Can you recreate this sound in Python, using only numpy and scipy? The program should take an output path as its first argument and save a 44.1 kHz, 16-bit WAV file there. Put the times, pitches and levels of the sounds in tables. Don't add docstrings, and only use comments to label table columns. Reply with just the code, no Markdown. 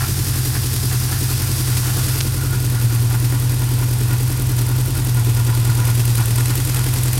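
import sys
import numpy as np
from scipy import signal
from scipy.fft import rfft, irfft
from scipy.io import wavfile
from scipy.ndimage import uniform_filter1d

SR = 44100
rng = np.random.default_rng(int(sys.argv[2]) if len(sys.argv) > 2 else 0)


def store_wav(level_fs):
    pcm = np.round(np.clip(np.atleast_2d(level_fs), -1, 1) * 32767)
    wavfile.write(sys.argv[1], SR, pcm.T.astype(np.int16))


N = 317079
TIME = np.arange(N) / SR


def undb(db):
    return 10 ** (np.asarray(db) / 20)


def curves(table):
    times, *columns = np.transpose(table)
    return [np.interp(TIME, times, column) for column in columns]


def unit(x):
    return x / np.sqrt(np.mean(x ** 2))


def steady(x, samples=17200):
    power = uniform_filter1d(uniform_filter1d(x ** 2, samples), samples // 2)
    return x / np.sqrt(power + 1e-18)


def ring(x, hz, width):
    return signal.lfilter(*signal.iirpeak(hz, hz / width, fs=SR), x)


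def resonate(x, modes, behind):
    return sum((-1) ** k * undb(side_db + behind * (rear_db - side_db)) * ring(x, hz, width)
               for k, (hz, width, side_db, rear_db) in enumerate(modes))


def lowpass(x, hz):
    w = 2 * SR * np.tan(np.pi * hz / SR)
    return signal.lfilter(*signal.bilinear([w * w], [1, w, w * w], SR), x)


def colour(x, points):
    hz, db = np.transpose(points)
    freqs = np.arange(N // 2 + 1) * SR / N + 1
    gain = undb(np.interp(np.log(freqs), np.log(hz), db)) / (1 + (hz[0] / freqs) ** 2)
    return irfft(rfft(x) * gain, N)


def fade(x, decay_s):
    return signal.lfilter([1], [1, -np.exp(-1 / (decay_s * SR))], x)


def noise():
    return rng.standard_normal(N)


def grains(per_second, spread_db):
    return (rng.random(N) < per_second / SR) * noise() * undb(spread_db * noise())


# (time [s], speed [cycles/s])
IDLE_SPEED = [(0, 11.2), (0.4, 10.74), (0.9, 10.45), (1.54, 10.81), (1.72, 10.29), (2.4, 10.85),
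              (2.88, 9.79), (3.38, 10.27), (4.12, 10.13), (4.35, 10.62), (4.6, 10.05), (4.94, 10.73),
              (5.18, 9.87), (6.11, 9.97), (6.2, 9.62), (6.57, 10.48), (7.2, 10.31)]
START_CYCLE, FIRING_GAP_CYCLES = 0.544, 0.247

def engine_cycles():
    return START_CYCLE + np.cumsum(curves(IDLE_SPEED)[0]) / SR


def firings(cylinder_db, scatter_db, jitter_s, lag_s):
    turned = engine_cycles()
    cycle, cylinder = np.divmod(np.arange(4 * int(turned[-1] + 1)), 4)
    chance = rng.standard_normal((len(cycle), 2))
    due = np.interp(cycle + cylinder * FIRING_GAP_CYCLES, turned, TIME, left=-1, right=-1)
    when = due + lag_s + jitter_s * chance[:, 0]
    size = undb(np.asarray(cylinder_db)[cylinder] + scatter_db * chance[:, 1])
    heard = (when > 0) & (when < TIME[-1])
    return np.bincount((when[heard] * SR).astype(int), size[heard], N)


# (time [s], peak level [dB])
TICK_PEAKS = [(2.2065, -4), (2.2110, -2)]

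def double_tick():
    clicks = np.zeros(N)
    for time_s, db in TICK_PEAKS:
        clicks[int(time_s * SR)] = undb(db)
    snaps = lowpass(ring(clicks, hz=3380, width=5600), hz=6500)
    return snaps * clicks.max() / np.abs(snaps).max()


# (pitch [Hz], width [Hz], level [dB])
FIN_RINGS = [(4840, 72, -13), (5630, 130, -12), (8470, 140, -5.5), (11900, 230, -13)]
# (frequency [Hz], level [dB])
GEAR_TONE_BESIDE = [(400, -2), (1500, 0), (2500, -2.5), (4000, 0.5), (5300, 4), (6200, 0.5), (7400, 0.5),
                    (8500, 2.5), (10000, 3.5), (12200, 2), (13000, 2), (15800, -7)]
GEAR_TONE_BEHIND = [(400, 9.5), (1500, 0.5), (2500, 2), (4000, 0.5), (5000, 1.5), (5800, 1), (6500, 0),
                    (7600, 0), (8600, 2.5), (10000, 1.5), (12100, 2.5), (13200, -1), (15800, -10)]

def valve_gear(cylinder_db, behind):
    pushes = firings(cylinder_db, scatter_db=4.5, jitter_s=0.0024, lag_s=-0.0066)
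    load = 4.77 + fade(fade(pushes, decay_s=0.0071), decay_s=0.0057) / (0.0023 * SR)
    taps = load * (noise() + 2.53 * grains(per_second=1500, spread_db=1.5))
    casting = noise() * np.exp(-TIME / 0.013)
    ringing = signal.fftconvolve(taps, casting / np.linalg.norm(casting))[:N]
    fins = sum(undb(db) * ring(taps, hz, width) for hz, width, db in FIN_RINGS)
    metal = taps + 0.22 * ringing + fins
    sizzle = (1 - behind) * colour(metal, GEAR_TONE_BESIDE) + behind * colour(metal, GEAR_TONE_BEHIND)
    return undb(5.5) * steady(sizzle)


# (time of the peak [s], level [dB])
CHAIN_SLAPS = [(0.01, -27), (.35, -36), (.55, -35), (.93, -35), (1.12, -31.5), (1.31, -39), (1.43, -35.5),
               (1.72, -38), (1.88, -32), (1.98, -36), (2.11, -35), (2.43, -33.5), (2.54, -33.5),
               (2.77, -34), (2.94, -38), (3.13, -32.5), (3.34, -35), (3.63, -36.5), (3.74, -42),
               (3.82, -37), (4.12, -31.5), (4.32, -42), (4.71, -35.5), (4.98, -39), (5.19, -35),
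               (5.4, -35.5), (5.51, -32), (5.69, -31.5), (5.81, -32.5), (5.88, -34), (6.01, -55),
               (6.21, -31), (6.4, -34.5), (6.51, -34), (6.78, -31), (6.95, -38.5), (7.07, -47)]
SLAP_RISE_S, SLAP_FALL_S, CLATTER_DB = 0.026, 0.036, -41

def slap_strength():
    power = np.full(N, undb(CLATTER_DB) ** 2)
    for peak_s, db in CHAIN_SLAPS:
        width_s = np.where(TIME < peak_s, SLAP_RISE_S, SLAP_FALL_S)
        power += undb(db) ** 2 * np.exp(-np.minimum(((TIME - peak_s) / width_s) ** 2, 20))
    return np.sqrt(power)


# (pitch [Hz], width [Hz], level beside [dB], level behind [dB])
CASE_RINGS = [(722, 95, 3.5, 1.5), (873, 73, -1, 6), (979, 39, 2, 12.5), (1136, 310, 0.5, -2.5),
              (1370, 52, 9, -3), (1673, 180, 2.5, -2.5), (1897, 110, 1.5, 1.5), (2380, 590, -3.5, -7)]

def chain_rattle(behind, cover_db):
    tugs = firings([-7, -4, -2, -8], scatter_db=4, jitter_s=0.0026, lag_s=0.0013)
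    force = 0.84 + fade(tugs, decay_s=0.031)
    knocks = force * (grains(per_second=1200, spread_db=1) + 0.097 * noise())
    case = steady(lowpass(resonate(knocks, CASE_RINGS, behind), hz=3600), samples=5000)
    cover = undb(cover_db) * steady(ring(knocks, hz=1420, width=29), samples=5000)
    return slap_strength() * (case + cover) / np.sqrt(1 + undb(cover_db) ** 2)


def gas_jets(cylinder_db, rise_s=0.0004, fall_s=0.003):
    pulses = firings(cylinder_db, scatter_db=1.3, jitter_s=0.0002, lag_s=0.002)
    return fade(fade(pulses, fall_s), rise_s) * noise()


# (frequency [Hz], level [dB])
BRIGHT_SPIT_TONE = [(1000, -19), (5000, -34), (8000, 0), (12000, 1.5), (15800, 0)]
FULL_SPIT_TONE = [(1000, 12), (3000, 9), (6000, 3), (8000, 13), (11000, 10.5), (13000, 6), (15800, -29)]
AIMED_PIPE_DB = (-20, 19.5, -10, -7)

def gas_spit(aside_db, facing_db, facing):
    full = colour(gas_jets(facing_db), FULL_SPIT_TONE)
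    aimed = colour(gas_jets(AIMED_PIPE_DB), BRIGHT_SPIT_TONE)
    aside = colour(gas_jets(aside_db), BRIGHT_SPIT_TONE)
    return unit((1 - facing) * aside + facing * (full + aimed))


def exhaust_gain(behind, beside_db, rear_boost_db, db_per_hz, idle_hz=10.3):
    extra_hz = curves(IDLE_SPEED)[0] - idle_hz
    return undb(beside_db + rear_boost_db * behind + db_per_hz * extra_hz)


# (pitch [Hz], width [Hz], level beside [dB], level behind [dB])
PIPE_RINGS = [(178, 5.1, 2, -3), (205.6, 13, 4, -2), (303.7, 48.4, -3, -4.5), (384, 79, -2, -6.5),
              (417, 87, -4, -9)]
PIPE_ECHO_S, PIPE_ECHO_GAIN = 0.0168, 0.95
CHUG_PEAK_CYCLE, CHUG_DB, CHUG_SWAY_S = 0.635, 1.5, 0.0012

def pipe_bark(cylinder_db, behind):
    pulses = firings(cylinder_db, scatter_db=1, jitter_s=0.00025, lag_s=-0.002)
    swirl = 0.03 * fade(pulses, decay_s=0.022) * noise()
    echo = PIPE_ECHO_GAIN * np.interp(TIME - PIPE_ECHO_S, TIME, pulses)
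    tone = lowpass(resonate(pulses + echo + swirl, PIPE_RINGS, behind), hz=630)
    swell = np.cos(2 * np.pi * (engine_cycles() - CHUG_PEAK_CYCLE))
    chug = undb(CHUG_DB * swell) * np.interp(TIME + CHUG_SWAY_S * swell, TIME, tone)
    bark = steady(signal.sosfilt(signal.butter(4, 160, "high", fs=SR, output="sos"), chug))
    return bark * exhaust_gain(behind, beside_db=-33.5, rear_boost_db=0.8, db_per_hz=1.5)


def boom(mode, scatter_db, lag_s):
    hz, width, *push_db = mode
    pulses = firings(push_db, scatter_db, jitter_s=0.0002, lag_s=lag_s)
    lead_in = round(4 * SR / np.mean(curves(IDLE_SPEED)[0][:17000]))
    swing = ring(np.concatenate([pulses[:lead_in], pulses]), hz, width)
    return steady(lowpass(lowpass(swing, hz=153), hz=153)[-N:])


# (pitch [Hz], width [Hz], push of each of cylinders 1-4 [dB])
GARAGE_HUM = (63, 4, 13, -3, 22.5, 18.5)
DEEP_DRONE = (54.5, 7.5, 2, 10.5, 10.5, 10)
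LOWER_BOOM = (98.5, 10.5, 0.5, 7, 7, 7.5)
UPPER_BOOM = (122.5, 11.5, -7, -7.5, -6, -4.5)

def exhaust_boom(behind, lead_s=0.00785):
    upper = boom(UPPER_BOOM, scatter_db=1.3, lag_s=-lead_s)
    lower = boom(LOWER_BOOM, scatter_db=0.94, lag_s=-lead_s)
    hum = boom(GARAGE_HUM, scatter_db=1.5, lag_s=0)
    drone = boom(DEEP_DRONE, scatter_db=-0.4, lag_s=0.0029)
    drone = unit(ring(drone, hz=50, width=90))
    upper *= exhaust_gain(behind, beside_db=-18.5, rear_boost_db=2.1, db_per_hz=-1.5)
    lower *= exhaust_gain(behind, beside_db=-21, rear_boost_db=-0.7, db_per_hz=1.26)
    hum *= exhaust_gain(behind, beside_db=-43, rear_boost_db=5.5, db_per_hz=0)
    drone *= exhaust_gain(behind, beside_db=-30.5, rear_boost_db=4.2, db_per_hz=0)
    return upper - lower + hum - drone


# (bark [dB], spit from aside [dB], spit facing the pipes [dB], valve gear [dB])
CYLINDER_LEVELS = [(-5.5, -17, -14, -38), (-6.5, 11, 8, -1.5), (1.5, 10.5, 7, 4), (-2.5, 11, 8.5, 4.5)]
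# (time [s], way round to the back [0-1], facing the pipe ends [0-1],
# gas spit [dB], valve gear gain [dB], cover compared with crankcase [dB])
LISTENER_WALK = [(0, 0, 0, -39.5, -31.5, -19), (1.0, 0.08, 0, -36, -31.5, -14),
                 (2.15, 0.37, 0.09, -35, -30.5, -3), (2.35, .45, .2, -35, -35, 1.5),
                 (3.1, 0.74, 0, -34.5, -35.5, -5), (4.9, 0.86, .18, -32.5, -35.8, -3.5),
                 (5.5, 0.98, 0.41, -35.5, -35.5, -4), (6.1, 0.8, 0.58, -34, -33.5, -2.5),
                 (7.19, 0.68, 0.76, -35, -33, -7)]

def scene():
    behind, facing, spit_db, gear_db, cover_db = curves(LISTENER_WALK)
    cylinder_bark, spit_aside, spit_facing, cylinder_gear = np.transpose(CYLINDER_LEVELS)
    booms = exhaust_boom(behind)
    bark = pipe_bark(cylinder_bark, behind)
    spit = undb(spit_db) * gas_spit(spit_aside, spit_facing, facing)
    chain = chain_rattle(behind, cover_db)
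    valves = undb(gear_db) * valve_gear(cylinder_gear, behind)
    return (double_tick() + valves + chain + spit + bark + booms)[None]


def record(dry):
    thin = signal.sosfilt(signal.butter(1, 12, "high", fs=SR, output="sos"), dry)
    return signal.sosfilt(signal.ellip(10, 0.2, 80, 15850, fs=SR, output="sos"), thin)


dry = scene()
out = record(dry)
store_wav(out)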